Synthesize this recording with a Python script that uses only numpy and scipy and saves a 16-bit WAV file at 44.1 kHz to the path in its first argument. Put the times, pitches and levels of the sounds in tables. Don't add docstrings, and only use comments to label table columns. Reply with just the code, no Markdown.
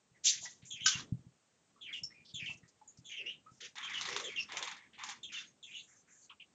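import sys
import numpy as np
from scipy import signal
from scipy.fft import rfft, irfft
from scipy.io import wavfile

SR = 44100
rng = np.random.default_rng(int(sys.argv[2]) if len(sys.argv) > 2 else 0)


def to_wav(s):
    ch = np.atleast_2d(s).T
    pcm = np.round(np.clip(ch, -1, 1) * 32767)
    wavfile.write(sys.argv[1], SR, pcm.astype(np.int16))


N = 288414

# f/Hz, level/dB
HISS_SPECTRUM = [(30, -29), (110, -4.5), (280, -19), (450, -7.5), (700, -9), (1300, -12), (3000, -15),
                 (5000, -16.5), (7000, -12), (7800, -13.5), (8050, -20.5), (8400, -9.5), (9000, -19),
                 (9400, -43.5)]
# t/s, level/dB
THUMPS = [(0.113, -65), (0.358, -62), (0.407, -60.5), (0.628, -53.5), (0.738, -57), (0.813, -53),
          (0.851, -52), (0.952, -41.5), (0.99, -50.5), (1.121, -28), (1.147, -47.5), (1.19, -51),
          (1.264, -51), (2.023, -55), (2.339, -49), (2.423, -46.5), (2.492, -52), (2.55, -58),
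          (2.631, -55.5), (2.985, -53), (3.515, -58)]
# f/Hz, level/dB, t60/s
THUMP_MODES = [(95.3, -13, 0.13), (128, 4.5, 0.12), (167, 2.5, .12), (226, 0.5, 0.047), (353, -30, 0.049)]
# t/s, level/dB
RUMBLE_CURVE = [(0.0, -83), (0.31, -71), (0.78, -74), (1.02, -58), (1.44, -84), (2.02, -68), (2.26, -73.5),
                (2.48, -66), (2.8, -79), (3.3, -69.5), (3.73, -75), (4.06, -62), (4.84, -73), (5.08, -68.5),
                (6.16, -80), (6.54, -77)]
# t/s, level/dB, rise and hold together/s, low f/Hz, high f/Hz
SMALL_BURSTS = [(0.143, -73, .04, 1750, 2250), (0.416, -64, 0.064, 630, 1000),
                (0.616, -66, 0.049, 1980, 4000), (0.647, -56, 0.041, 6100, 8100),
                (0.84, -52, 0.025, 6100, 7100), (1.756, -72, 0.041, 1050, 1340),
                (1.919, -61, 0.073, 4400, 8600), (2.031, -52, 0.015, 5160, 7300),
                (2.244, -61, 0.07, 3330, 5140), (2.417, -64, 0.12, 4050, 7840),
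                (2.484, -66.5, 0.055, 660, 1180), (2.569, -67, 0.017, 5500, 6930),
                (2.677, -66, 0.015, 4500, 7690), (2.97, -66, 0.022, 4330, 7500),
                (3.176, -63, 0.12, 340, 557), (3.503, -71, 0.086, 5160, 8300),
                (3.612, -65.5, 0.046, 350, 527), (4.054, -53, 0.239, 354, 566),
                (4.379, -55, 0.059, 4200, 6600), (4.518, -57.5, 0.13, 334, 760),
                (4.756, -61, 0.11, 1686, 2230), (4.928, -64, 0.033, 1750, 3670),
                (5.62, -65.5, 0.23, 6150, 7700), (5.745, -58.5, 0.05, 6360, 6900),
                (5.866, -74.5, 0.099, 1300, 2150), (5.852, -68.5, 0.16, 5700, 7700),
                (5.958, -71.5, 0.048, 6030, 6600), (6.065, -66.5, .195, 6050, 7800),
                (6.07, -71, 0.057, 1330, 2310), (6.215, -67, .033, 6000, 7320),
                (6.217, -73.5, 0.036, 4120, 4730), (6.293, -55.5, 0.025, 2370, 3420),
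                (6.298, -63, 0.027, 927, 1470), (6.395, -57, 0.032, 2370, 3200)]
# t/s, level/dB, rise/s, hold/s, t60/s, lowest f/Hz, tilt/dB per octave
SCRATCHES = [(0.233, -24.5, 0.038, 0.036, 0.12, 1620, 11), (0.311, -48, 0.028, 0.05, 0.14, 1592, 2.5),
             (0.4, -49, 0.046, 0.018, 0.31, 700, 10), (0.857, -29, 0.0025, 0.029, 0.17, 1274, 4),
             (0.909, -47, .01, 0.086, 0.16, 998, -2), (3.601, -49, 0.011, 0.042, 0.16, 1540, -2.5),
             (5.316, -49, 0.01, 0.09, 0.19, 1440, -2.5)]
# f/Hz, level/dB
DIRT_SPECTRUM = [(600, -4), (2600, -2), (3400, 3), (4300, -3.5), (5400, -3), (6300, 1.5), (7200, -2),
                 (7700, -9), (8500, -20)]
# t/s, level/dB, start f/Hz, end f/Hz, length/s, hoarseness 0-1
PEEPS = [(0.454, -48.5, 1830, 1920, 0.02, 0.06), (0.792, -45.5, 2983, 3283, 0.17, 0.09),
         (1.883, -54, 2516, 1924, 0.056, 0.15), (2.034, -38.5, 5390, 5464, 0.014, 0.02),
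         (2.102, -64.5, 1700, 2160, 0.0364, 0.07), (2.136, -65.5, 2436, 2406, 0.11, 0.03),
         (2.627, -69.5, 1970, 1884, 0.043, 0.1), (2.813, -59.5, 960, 824, 0.017, 0.01),
         (2.874, -55, 7180, 6880, 0.023, 0.03), (3.109, -48.5, 3326, 2770, 0.055, 0.11),
         (3.197, -56.5, 2530, 2162, 0.092, 0.14), (3.254, -44, 2617, 3000, 0.07, 0.06),
         (3.292, -60.5, 2310, 3006, 0.068, 0.26), (3.46, -60, 1140, 1332, 0.0345, 0.02),
         (4.396, -46, 5550, 5390, 0.022, 0), (5.357, -47, 3635, 3530, 0.036, 0),
         (5.469, -64.5, 6450, 6430, 0.024, 0.04), (5.706, -55.5, 3060, 2704, 0.047, 0.22),
         (5.754, -55, 3630, 3410, 0.071, 0.28), (6.145, -73.5, 1750, 1724, 0.038, 0.11)]
# t/s, reference f/Hz, low note after/s, closing note after/s, high, low and closing level/dB,
# closing pitch ratio, octave trim/dB, high note's length ratio
CHIRPS = [(.702, 3635, 0.048, 0.2, -46.5, -55, -43, 1.05, 3.5, 0.96),
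          (1.805, 3554, 0.051, 0.12, -51.5, -50, -43, 1.102, -16, 1.51),
          (2.336, 3690, 0.052, 0.12, -46.5, -45.5, -42, 0.99, -1.5, 1.13),
          (3.041, 3598, 0.049, .12, -55, -53, -44, 1.034, 2.5, 2.44),
          (3.826, 3590, .042, 0.11, -43.5, -48.5, -41, 1.11, -4.5, 0.74),
          (4.236, 3660, 0.041, 0.12, -44, -50, -40.5, 1.0, 1.5, 0.986),
          (5.228, 3734, 0.053, 0.11, -46, -54, -46, 0.98, -1.5, 0.67),
          (5.626, 3760, 0.036, 0.11, -52, -59, -49.5, 1.017, -1.5, 0.62)]
# start and end f over the reference, base length/s, hoarseness 0-1,
# octave level/dB before the chirp's trim
CHIRP_NOTES = [(0.99, .875, .058, 0.05, -8.5), (.76, .61, .085, .11, -23.5), (.885, .72, .063, .08, -24.5)]
# t/s, level/dB
KNOCK = (.861, -24)
# f/Hz, level/dB, t60/s
KNOCK_MODES = [(1265, -9, .13), (1540, -1, .13), (2630, -13, .1), (2980, -2, .13), (3810, -8, .14),
               (4590, -8, .12), (5220, -1, .12), (5820, -1, .1), (6110, -5, .1), (6820, -2, .09)]
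# t/s, level/dB, rise/s, hold/s, t60/s, treble delay/s, treble trim/dB, lowest f/Hz
SHAKES = [(3.76, -48.5, 0.019, 0.38, 0.97, 0.17, 3, 1080),
          (4.479, -48.5, 0.019, 0.2, 0.39, 0.069, -3.5, 776),
          (4.968, -49.5, 0.04, 0.11, 0.23, 0.063, 4.5, 778)]
# t/s, level/dB
BEATS = [(3.755, -35.5), (3.782, -31.5), (3.847, -33), (3.895, -32.5), (3.934, -37.5), (3.98, -31.5),
         (4.01, -22.5), (4.052, -24), (4.087, -23), (4.127, -30.5), (4.163, -21), (4.196, -26.5),
         (4.321, -41.5), (4.496, -47), (4.52, -30), (4.569, -22.5), (4.625, -22.5), (4.674, -31.5),
         (4.713, -32), (4.766, -42.5), (4.988, -42), (5.036, -27), (5.088, -25)]
# f/Hz, level/dB
FEATHER_SPECTRUM = [(600, -33), (800, -5), (1100, -3.5), (1450, -9), (2000, -2.5), (2600, -7), (3050, -8),
                    (3600, -1), (4700, -10.5), (6500, -7), (7600, -14)]

HISS_DB = -76
BURST_RISE_SHARE, BURST_T60_S = 0.23, 0.08
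DIRT_TOP_HZ = 7300
PEEP_OCTAVE_DB = -23
PEN_T60_S, PEN_DB = 0.17, -3
TREBLE_STEP_DB = -12
TREBLE_FADE_POWER = 1.06
HIGH_BAND_DB = -4.5
BASS_CUT_HZ, TOP_STOP_HZ = 110, 9540


def from_db(db):
    return 10 ** (np.asarray(db) / 20)


def rms_one(x):
    return x / np.sqrt(np.mean(x ** 2) + 1e-20)


def add(track, s, piece):
    i = round(s * SR)
    track[i:i + len(piece)] += piece[:N - i]


def band(x, low_hz, high_hz, order=5):
    edges = [low_hz, max(high_hz, low_hz + 20)]
    return signal.sosfilt(signal.butter(order, edges, "band", fs=SR, output="sos"), x)


def coloured(x, spectrum):
    hz = np.maximum(np.fft.rfftfreq(len(x), 1 / SR), 1)
    point_hz, point_db = np.array(spectrum).T
    gain = from_db(np.interp(np.log(hz), np.log(point_hz), point_db))
    return rms_one(irfft(rfft(x) * gain, len(x)))


def flicker(cutoff_hz):
    low_pass = signal.butter(2, cutoff_hz, fs=SR, output="sos")
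    return rms_one(signal.sosfilt(low_pass, rng.standard_normal(N)))


def grit(size, per_s, spread_db):
    strengths = from_db(spread_db * np.minimum(rng.exponential(1, size), 4))
    clicks = strengths * rng.choice([-1, 1], size) * (rng.random(size) < per_s / SR)
    return rms_one(clicks + 0.34 * rng.standard_normal(size))


def swell(rise, hold, t60):
    t = np.arange(round((rise + hold + t60) * SR)) / SR
    attack = np.sin(np.pi / 2 * np.clip(t / max(rise, 1e-4), 0, 1)) ** 2
    return attack * from_db(-60 * np.maximum(t - rise - hold, 0) / t60)


def ring(clicks, hz, t60):
    r, w = from_db(-60 / (t60 * SR)), 2 * np.pi * hz / SR
    return signal.lfilter([0, np.sin(w)], [1, -2 * r * np.cos(w), r * r], clicks + 1e-18)


def hiss():
    level = from_db(HISS_DB + 0.4 * flicker(11.0))
    return level * coloured(rng.standard_normal(N), HISS_SPECTRUM)


def rumble():
    times, levels_db = np.transpose(RUMBLE_CURVE)
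    curve_db = np.interp(np.arange(N) / SR, times, levels_db)
    noise = rms_one(band(rng.standard_normal(N), 45, 300, order=2))
    return noise * from_db(curve_db + 1.3 * flicker(10.0))


def thumps():
    times, levels_db = np.transpose(THUMPS)
    at = np.round(times * SR).astype(int)
    out = np.zeros(N)
    for hz, mode_db, t60 in THUMP_MODES:
        clicks = np.zeros(N)
        clicks[at] = from_db(levels_db + mode_db - 1 + rng.normal(0, 1.0, len(at)))
        out += ring(clicks, hz, t60)
    push = -signal.windows.hann(round(0.0042 * SR))
    return np.convolve(out, push / abs(push.sum()))[:N]


def small_bursts(grains):
    out = np.zeros(N)
    for s, level_db, length, low_hz, high_hz in SMALL_BURSTS:
        shape = swell(BURST_RISE_SHARE * length, (1 - BURST_RISE_SHARE) * length, BURST_T60_S)
        i = round(s * SR)
        burst = rms_one(band(grains[i:i + len(shape)], low_hz, high_hz, order=3))
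        add(out, s, from_db(level_db) * shape * burst)
    return out


def scratches(grains):
    out = np.zeros(N)
    for s, level_db, rise, hold, t60, low_hz, tilt_db in SCRATCHES:
        shape = swell(rise, hold, t60)
        i = round(s * SR)
        spectrum = [(hz, db + tilt_db * np.log2(hz)) for hz, db in DIRT_SPECTRUM]
        dirt = coloured(grains[i:i + len(shape)], spectrum)
        add(out, s, from_db(level_db) * shape * rms_one(band(dirt, low_hz, DIRT_TOP_HZ)))
    return out


def scratches_and_bursts():
    grains = grit(N + SR, per_s=11000, spread_db=2.0)
    return (small_bursts(grains) + scratches(grains)) * from_db(0.29 * flicker(40.0))


def wobble(window_size, size):
    window = signal.windows.hann(window_size)
    return rms_one(np.convolve(rng.standard_normal(SR // 4), window, "valid"))[:size]


def glide(start_hz, end_hz, length, octave_db, rough):
    u = np.linspace(0, 1, round(length * SR))
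    hoarse = np.clip(rough, 0, 0.3)
    slow, fast = wobble(180, len(u)), wobble(75, len(u))
    path_hz = end_hz + (start_hz - end_hz) * (1 - u) ** 2.6
    phase = 2 * np.pi * np.cumsum(path_hz * (1 + (0.016 + 0.3 * hoarse) * slow)) / SR
    shape = np.sin(np.pi / 2 * np.minimum(u / 0.15, 1)) ** 2 * (1 - u ** 5)
    voice = np.sqrt(1 - 2 * hoarse) + np.sqrt(2 * hoarse) * fast
    octave = from_db(octave_db) * (1 - u) * (1 + fast) * np.sin(2 * phase)
    return np.sqrt(2) * shape * voice * (np.sin(phase) + octave)


def peeps():
    out = np.zeros(N)
    for s, level_db, start_hz, end_hz, length, rough in PEEPS:
        add(out, s, from_db(level_db) * glide(start_hz, end_hz, length, PEEP_OCTAVE_DB, rough))
    return out


def chirps():
    out = np.zeros(N)
    for s, pitch_hz, low_after, closing_after, *levels_db, closing, octave_trim_db, stretch in CHIRPS:
        delays, pitches = (0, low_after, closing_after), (pitch_hz, pitch_hz, pitch_hz * closing)
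        notes = zip(delays, levels_db, pitches, (stretch, 1, 1), CHIRP_NOTES)
        for after, level_db, hz, longer, (start, end, length, rough, octave_db) in notes:
            note = glide(start * hz, end * hz, longer * length, octave_db + octave_trim_db, rough)
            add(out, s + after, from_db(level_db) * note)
    return band(out, 1600, 8600)


def pen(x):
    t = np.arange(round(PEN_T60_S * SR)) / SR
    decay = from_db(-60 * t / PEN_T60_S) * np.minimum(t / 0.0066, 1)
    echoes = rng.standard_normal(len(t)) * decay
    echoes /= np.sqrt(np.sum(echoes ** 2))
    return x + from_db(PEN_DB) * signal.fftconvolve(x, echoes)[:N]


def knock():
    s, level_db = KNOCK
    click, out = np.zeros(N), np.zeros(N)
    click[round(s * SR)] = from_db(level_db)
    for k, (hz, mode_db, t60) in enumerate(KNOCK_MODES):
        out += (-1) ** k * from_db(mode_db) * ring(click, hz, t60)
    return band(out, 1000, 9000, order=2)


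def feather_rustle():
    feathers = coloured(grit(N, per_s=2200, spread_db=1.0), FEATHER_SPECTRUM)
    treble = band(feathers, 4000, 7600) / np.std(band(feathers, 4200, 6200))
    mids, treble_level = np.zeros(N), np.zeros(N)
    for s, level_db, rise, hold, t60, delay, treble_db, low_hz in SHAKES:
        shape = swell(rise, hold, t60)
        i = round(s * SR)
        add(mids, s, from_db(level_db) * shape * rms_one(band(feathers[i:i + len(shape)], low_hz, 3510)))
        joined = np.clip((np.arange(len(shape)) / SR - delay) / 0.0086, 0, 1)
        gain = from_db(level_db + treble_db + TREBLE_STEP_DB * (2 - joined))
        add(treble_level, s, gain * shape ** TREBLE_FADE_POWER)
    return mids + treble_level * treble


def wing_beats():
    t = np.arange(round(0.08 * SR)) / SR
    puff = 0.16 * np.minimum(t / 0.0083, 1) * from_db(-60 * t / 0.17)
    snap = 0.27 * from_db(-60 * np.abs(t - 0.002) / 0.014)
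    envelope = np.zeros(N)
    for s, level_db in BEATS:
        add(envelope, s, from_db(level_db) * (puff + snap))
    return envelope * coloured(grit(N, per_s=6400, spread_db=4.0), FEATHER_SPECTRUM)


def patchy(x, patch_db):
    spectrum, hz = rfft(x), np.fft.rfftfreq(N, 1 / SR)
    place = np.interp(np.log(hz + 1), np.log([300, 9200]), [0, 13])
    out = np.zeros(N)
    for k in range(14):
        part = irfft(spectrum * np.clip(1 - abs(place - k), 0, 1), N)
        out += part * from_db(patch_db * flicker(18.0))
    return out


def split_treble(x):
    main = signal.sosfilt(signal.cheby2(20, 50, 7900, fs=SR, output="sos"), x)
    return main + from_db(HIGH_BAND_DB) * band(x, 8250, 9150)


def scene():
    dirt_and_feathers = patchy(scratches_and_bursts() + feather_rustle() + wing_beats(), patch_db=2.5)
    birds = pen(peeps() + chirps())
    filtered = split_treble(dirt_and_feathers + birds + knock())
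    return np.array([filtered + thumps() + rumble() + hiss()])


def record(dry):
    thin = signal.sosfilt(signal.butter(2, BASS_CUT_HZ, "high", fs=SR, output="sos"), dry)
    return signal.sosfilt(signal.cheby2(14, 70, TOP_STOP_HZ, fs=SR, output="sos"), thin)


dry = scene()
out = record(dry)
to_wav(out)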